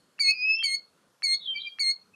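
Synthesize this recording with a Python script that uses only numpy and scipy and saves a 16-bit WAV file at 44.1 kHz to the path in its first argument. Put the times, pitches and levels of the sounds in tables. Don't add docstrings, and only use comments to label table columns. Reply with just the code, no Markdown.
import sys
import numpy as np
from scipy import signal
from scipy.fft import rfft, irfft, next_fast_len
from scipy.io import wavfile
from scipy.ndimage import uniform_filter1d, minimum_filter1d

SR = 44100
rng = np.random.default_rng(int(sys.argv[2]) if len(sys.argv) > 2 else 0)


def master(y):
    cut = np.clip(np.atleast_2d(y).T, -1, 1)
    pcm = np.round(cut * 32767)
    wavfile.write(sys.argv[1], SR, pcm.astype(np.int16))


def invert_db(x):
    u = np.asarray(x, float) / 20
    return 10 ** u


N = 94815
LEAD = SR // 2


def read(points, hz):
    f, value = np.transpose(points)
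    return np.interp(np.log(hz + 1), np.log(f + 1), value)


def add(mix, s, sound):
    part = mix[round(s * SR) + LEAD:][:len(sound)]
    part += sound[:len(part)]


def wander(length, size):
    noise = rng.standard_normal(length)
    return uniform_filter1d(uniform_filter1d(noise, size=size), size=size)


def turns(hz):
    wobble = 0.0014 * 24 * wander(len(hz), 400)
    return 2 * np.pi * (np.cumsum(hz * (1 + wobble)) / SR + rng.random())


def curve(rows):
    rows = np.array(rows)
    t = np.arange(rows[0, 0], rows[-1, 0], 1 / SR)
    ends = np.clip(np.minimum(t - t[0], t[-1] - t) / 0.0018, 0, 1)
    lines = [np.interp(t, rows[:, 0], column) for column in rows[:, 1:].T]
    return t, ends, [uniform_filter1d(line, size=70, mode="nearest") for line in lines]


def call(stretch, effort_db, hz, bright_db, hold_db):
    # (time from start [s], pitch / resting pitch, effort [dB])
    shape = [
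        (0, 0.92, -25),
        (.002, 1.025, -7.5),
        (.012, 1.068, 0.5),
        (.028, 1.036, -1),
        (.046, 1.0, -2.5),
        (.1, 1.0, 1.5),
        (.118, 1.027, 0),
        (.126, 1.015, -9.5),
        (.137, 0.99, -32),
    ]
    partials_db = [-7.5, .5, -20, -19, -42, -41.5, -39]
    lift_db = [-2, .1, 5, -1, 6, 4, .1]
    t, ends, (bend, db) = curve(np.array(shape) * [stretch, 1, 1])
    phase = turns(hz * bend)
    late = np.clip((t - t[0]) / 0.008, 0, 1) ** 3
    lift = np.clip((bend - 1) / 0.03, 0, 1) * (t > 0.003) + (t <= 0.003)
    voice = invert_db(-46) * np.cos(0.868 * phase)
    for k, partial_db in enumerate(partials_db):
        level_db = partial_db + k * bright_db + lift_db[k] * (lift - 0.5)
        if k == 1:
            level_db = level_db + hold_db * (1 - lift)
        partial = invert_db(level_db) * np.cos((k + 1) * phase)
        voice += partial * late if k % 2 == 0 else partial
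    return np.sqrt(2) * ends * invert_db(effort_db + db) * voice


def near_calls():
    # (start [s], stretch, effort [dB], resting pitch [Hz], brightness per partial [dB])
    calls = [
        (-.265, 1.0, -23, 2160, .01),
        (.1945, 0.97, -23, 2167, 0.1),
        (0.6317, 1.024, -23.5, 2150, 0.35),
        (1.229, 1.0, -24, 2125, 0.25),
        (1.7925, 1.005, -24.5, 2122, 0.07),
    ]
    holds_db = [0, -2.5, -8, -5.5, -4.5]
    ground_s, ground_share = 0.00212, 0.28
    mix = np.zeros(N + LEAD)
    for (s, *settings), hold_db in zip(calls, holds_db):
        add(mix, s, call(*settings, hold_db))
    size = next_fast_len(len(mix))
    f = np.fft.rfftfreq(size, 1 / SR)
    ground = 1 + ground_share * np.exp(-2j * np.pi * f * ground_s)
    ground = ground / np.sqrt(1 + ground_share ** 2)
    return irfft(rfft(mix, size) * ground, size)[:len(mix)]


def echo(x, colour, slower, banks_db):
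    # (pitch [Hz], time [s])
    echo_t60 = [(1500, .15), (3000, 0.18), (4400, .09), (8000, 0.069)]
    # (delay [s], level [dB])
    banks = [
        (.01198, 4.5),
        (.03, -5),
        (.05, -16),
    ]
    taps = np.zeros(SR)
    count = SR // 20 - 1
    spots = np.arange(0, SR - 20, 20) + rng.integers(0, 20, count)
    taps[spots] = rng.choice([-1., 1.], count)
    hz, t, z = signal.stft(taps, SR, nperseg=256)
    fade = invert_db(-60 * t / (slower * read(echo_t60, hz)[:, None]))
    fade = fade + invert_db(-15 - 60 * t / 0.34)
    reach_s, reach_fade_s = 0.168, 0.01
    fade = fade / (1 + np.exp(np.clip((t - reach_s) / reach_fade_s, -50, 50)))
    fade = fade + invert_db(-47 - 60 * t / 1.2)
    tail = signal.istft(z * fade, SR, nperseg=256)[1]
    gap_s = 0.0075
    tail = tail * np.clip(np.arange(len(t) * 128 - 128) / SR / gap_s - 1, 0, 1)
    size = next_fast_len(len(x) + len(tail))
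    f = np.fft.rfftfreq(size, 1 / SR)
    paths = invert_db(-0.5) * rfft(tail / np.linalg.norm(tail), size)
    for s, db in banks:
        paths = paths + invert_db(db + banks_db) * np.exp(-2j * np.pi * f * s)
    return irfft(rfft(x, size) * paths * invert_db(read(colour, f)), size)[:len(x)]


def air():
    # (pitch [Hz], level per Hz [dB])
    hiss = [(30, -38), (90, -14.5), (186, -5), (380, -10.5), (1400, -13), (2300, -21), (3500, -19.5),
            (12000, -26)]
    # (pitch [Hz], width [Hz], level [dB])
    humps = [
        (194, 17, 3),
        (505, 89, 3.5),
        (1280, 220, 2),
    ]
    frames, hz = N // 1024 + 5, np.fft.rfftfreq(4096, 1 / SR)
    a, b, patches = rng.standard_normal((frames, 2049, 3)).T
    patches = uniform_filter1d(uniform_filter1d(patches, size=42, axis=0), size=4, axis=1) * 13
    gusts_db = 5.5 * 2 * uniform_filter1d(rng.standard_normal(frames), size=4)
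    gusts = gusts_db * np.exp(-hz[:, None] / 120)
    colour = read(hiss, hz) - 14.5 * np.clip((hz - 12400) / 300 + 1, 0, 1)
    for hump_hz, width_hz, db in humps:
        colour = colour + db * np.exp(-((hz - hump_hz) / width_hz) ** 2)
    level = invert_db(colour[:, None] + 1.5 * patches + gusts)
    x = signal.istft((a + 1j * b) * level, nperseg=4096, noverlap=3072)[1][:N]
    return invert_db(-67.5) * x / x.std()


def far_chips():
    # (start [s], length [s], level [dB], from [Hz], to [Hz])
    chips = [
        (1.56, .033, -39, 4680, 4380),
        (1.678, .03, -54, 4600, 4400),
        (.182, .008, -50, 2750, 2630),
        (.345, 0.07, -50, 5140, 5130),
        (.265, .03, -58, 5160, 5150),
        (1.612, .06, -42, 3265, 3205),
        (1.453, .02, -33, 3420, 3410),
        (1.47, .014, -34.5, 3100, 3400),
    ]
    mix = np.zeros(N + LEAD)
    for s, length, db, from_hz, to_hz in chips:
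        u = np.arange(0, 1, 1 / (length * SR))
        tone = np.cos(turns(from_hz + (to_hz - from_hz) * u))
        add(mix, s, invert_db(db) * np.sin(np.pi * u) ** 2 * tone)
    return mix


def bill_clicks():
    # (time [s], peak level [dB])
    clicks = [
        (0.19, -37.5),
        (0.626, -37),
        (1.2218, -37.5),
        (1.786, -37),
    ]
    mix, t = np.zeros(N + LEAD), np.arange(-60, 60) / SR
    width_s = 0.00028 * np.where(t > 0, 1.6, 1)
    body = np.sin(-2 * np.pi * 2100 * t)
    edge = invert_db(-16.5) * np.cos(2 * np.pi * 5140 * t)
    tick = invert_db(9) * np.exp(-(t / width_s) ** 2) * (body + edge)
    for s, db in clicks:
        add(mix, s, invert_db(db) * tick)
        add(mix, s - 0.0015, invert_db(db - 19) * tick)
        add(mix, s + 0.002, -invert_db(db - 7.5) * tick)
        add(mix, s + 0.0033, invert_db(db - 17) * tick)
    return mix


def far_whistles():
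    # (time [s], pitch [Hz], level [dB], octave level [dB])
    whistles = [
        [(0.235, 2578, -57, -81.5), (0.257, 2579, -46, -93), (0.261, 2589, -49.5, -82), (0.273, 2463, -40, -75),
         (0.287, 2533, -24, -65), (0.297, 2570, -24.5, -47), (0.309, 2579, -22, -40), (0.319, 2558, -21.5, -50),
         (0.345, 2500, -44, -56)],
        [(0.335, 2440, -56, -62), (0.348, 2430, -46, -45), (.385, 2450, -38, -43), (0.428, 2506, -27, -34),
         (0.47, 2574, -24, -44), (0.54, 2614, -24, -28.5), (0.566, 2657, -33.5, -36), (0.6, 2680, -30, -58),
         (0.63, 2660, -46, -66)],
        [(2.125, 2450, -78.5, -92.5), (2.133, 2560, -75, -100), (2.141, 2575, -55.5, -91.5),
         (2.15, 2573, -54.5, -78)],
    ]
    # (time [s], pitch [Hz], level [dB], octave level [dB])
    short_notes = [
        [(1.535, 2353, -74.5, -79.5), (1.545, 2353, -49.5, -65), (1.563, 2315, -30.5, -38),
         (1.599, 2376, -49.5, -77.5), (1.603, 2380, -56, -94), (1.61, 2362, -61, -74.5)],
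        [(1.635, 2387, -62.5, -77), (1.655, 2396, -46.5, -68.5), (1.673, 2373, -33.5, -45.5),
         (1.683, 2363, -37, -44), (1.691, 2372, -48.5, -72), (1.705, 2360, -63.5, -59.5)],
    ]
    # (time [s], pitch [Hz], level [dB])
    pipes = [
        [(0.545, 3121, -74), (0.563, 3150, -59.5), (0.587, 3197, -55.5), (0.607, 3214, -31), (0.649, 3132, -32),
         (0.659, 3118, -46), (0.67, 3190, -52), (.7, 3190, -49), (.762, 3170, -68)],
        [(1.44, 3122, -67.5), (1.452, 3132, -53.5), (1.47, 3260, -50), (1.48, 3182, -30.5),
         (1.528, 3132, -30.5), (1.548, 3120, -40), (1.56, 3220, -57)],
        [(1.56, 3180, -63), (1.576, 3160, -41), (1.604, 3157, -38.5), (1.618, 3150, -49), (1.664, 3190, -40),
         (1.688, 3179, -55.5), (1.695, 3170, -55)],
        [(1.695, 3157, -58), (1.709, 3243, -54), (1.727, 3235, -45), (1.751, 3234, -58), (1.773, 3247, -62),
         (1.82, 3200, -72), (1.88, 3230, -84)],
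    ]
    mix = np.zeros(N + LEAD)
    for rows in list(whistles) + list(short_notes) + list(pipes):
        t, ends, (hz, *levels_db) = curve(rows)
        phase = turns(hz)
        tone = sum(invert_db(db) * np.cos((k + 1) * phase) for k, db in enumerate(levels_db))
        add(mix, t[0], ends * tone)
    return mix


def far_buzzes():
    # (time [s], level [dB])
    buzzes = [
        [(1.29, -84), (1.312, -56), (1.329, -53), (1.342, -36), (1.357, -58), (1.39, -64), (1.417, -44),
         (1.455, -45), (1.51, -64)],
        [(1.578, -78), (1.603, -44), (1.619, -35), (1.64, -56), (1.67, -54), (1.72, -74)],
    ]
    # (pitch [Hz], level [dB])
    buzz_lines = [
        [(3445, -2), (3640, -4), (3830, -2), (3965, -13)],
        [(3420, -11), (3655, -8), (3855, -3), (3970, -2)],
    ]
    mix = np.zeros(N + LEAD)
    for rows, lines in zip(buzzes, buzz_lines):
        t, ends, (effort_db,) = curve(rows)
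        for hz, db in lines:
            flutter_db = 3 * 21 * wander(len(t), 300)
            level = invert_db(db + effort_db - 3 + flutter_db)
            add(mix, t[0], level * ends * np.cos(turns(hz + 0 * t)))
    return mix


def scene():
    # (pitch [Hz], level [dB])
    near_colour = [(1500, -26), (2200, -21), (3200, -16), (4400, -8.5), (5500, -13.5), (6500, -20.5),
                   (9000, -23.5), (14000, -38)]
    # (pitch [Hz], level [dB])
    far_colour = [(2200, -18), (3200, -16), (4000, -11.5), (5300, -11.5), (6500, -20)]
    near = near_calls() + bill_clicks()
    far = np.sqrt(2) * (far_chips() + far_whistles() + far_buzzes())
    birds = near + far
    birds = birds + invert_db(-3.5) * echo(near, near_colour, 1, 0)
    birds = birds + invert_db(0.5) * echo(far, far_colour, 1.15, -12)
    return (birds[LEAD:] + air())[None]


def masked(x):
    hz, t, z = signal.stft(x, SR, nperseg=1024, noverlap=768)
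    hz = hz[:, None]
    db = 10 * np.log10(abs(uniform_filter1d(abs(z) ** 2, size=7, axis=0)) + 1e-20)
    loudest = -minimum_filter1d(-db, size=71, axis=0)
    fall = 160 * t
    loudest = np.maximum.accumulate(loudest + fall, axis=1) - fall
    limit_db = loudest - 57 + 3.2 * (hz / 1000 - 3)
    hidden = np.clip((limit_db - db) / 4, 0, 1) * np.clip((hz - 2000) / 200, 0, 1)
    top_hz, top_width_hz = 15050, 150
    edge = 1 / (1 + np.exp(np.clip((hz - top_hz) / top_width_hz * 4, -50, 50)))
    return signal.istft(z * invert_db(-24 * hidden) * edge, SR, nperseg=1024, noverlap=768)[1][:N]


def top_cut(x):
    return signal.sosfilt(signal.butter(12, 15300, fs=SR, output="sos"), x)


def record(dry):
    mix = masked(dry[0])[None]
    return top_cut(mix)


dry = scene()
out = record(dry)
master(out)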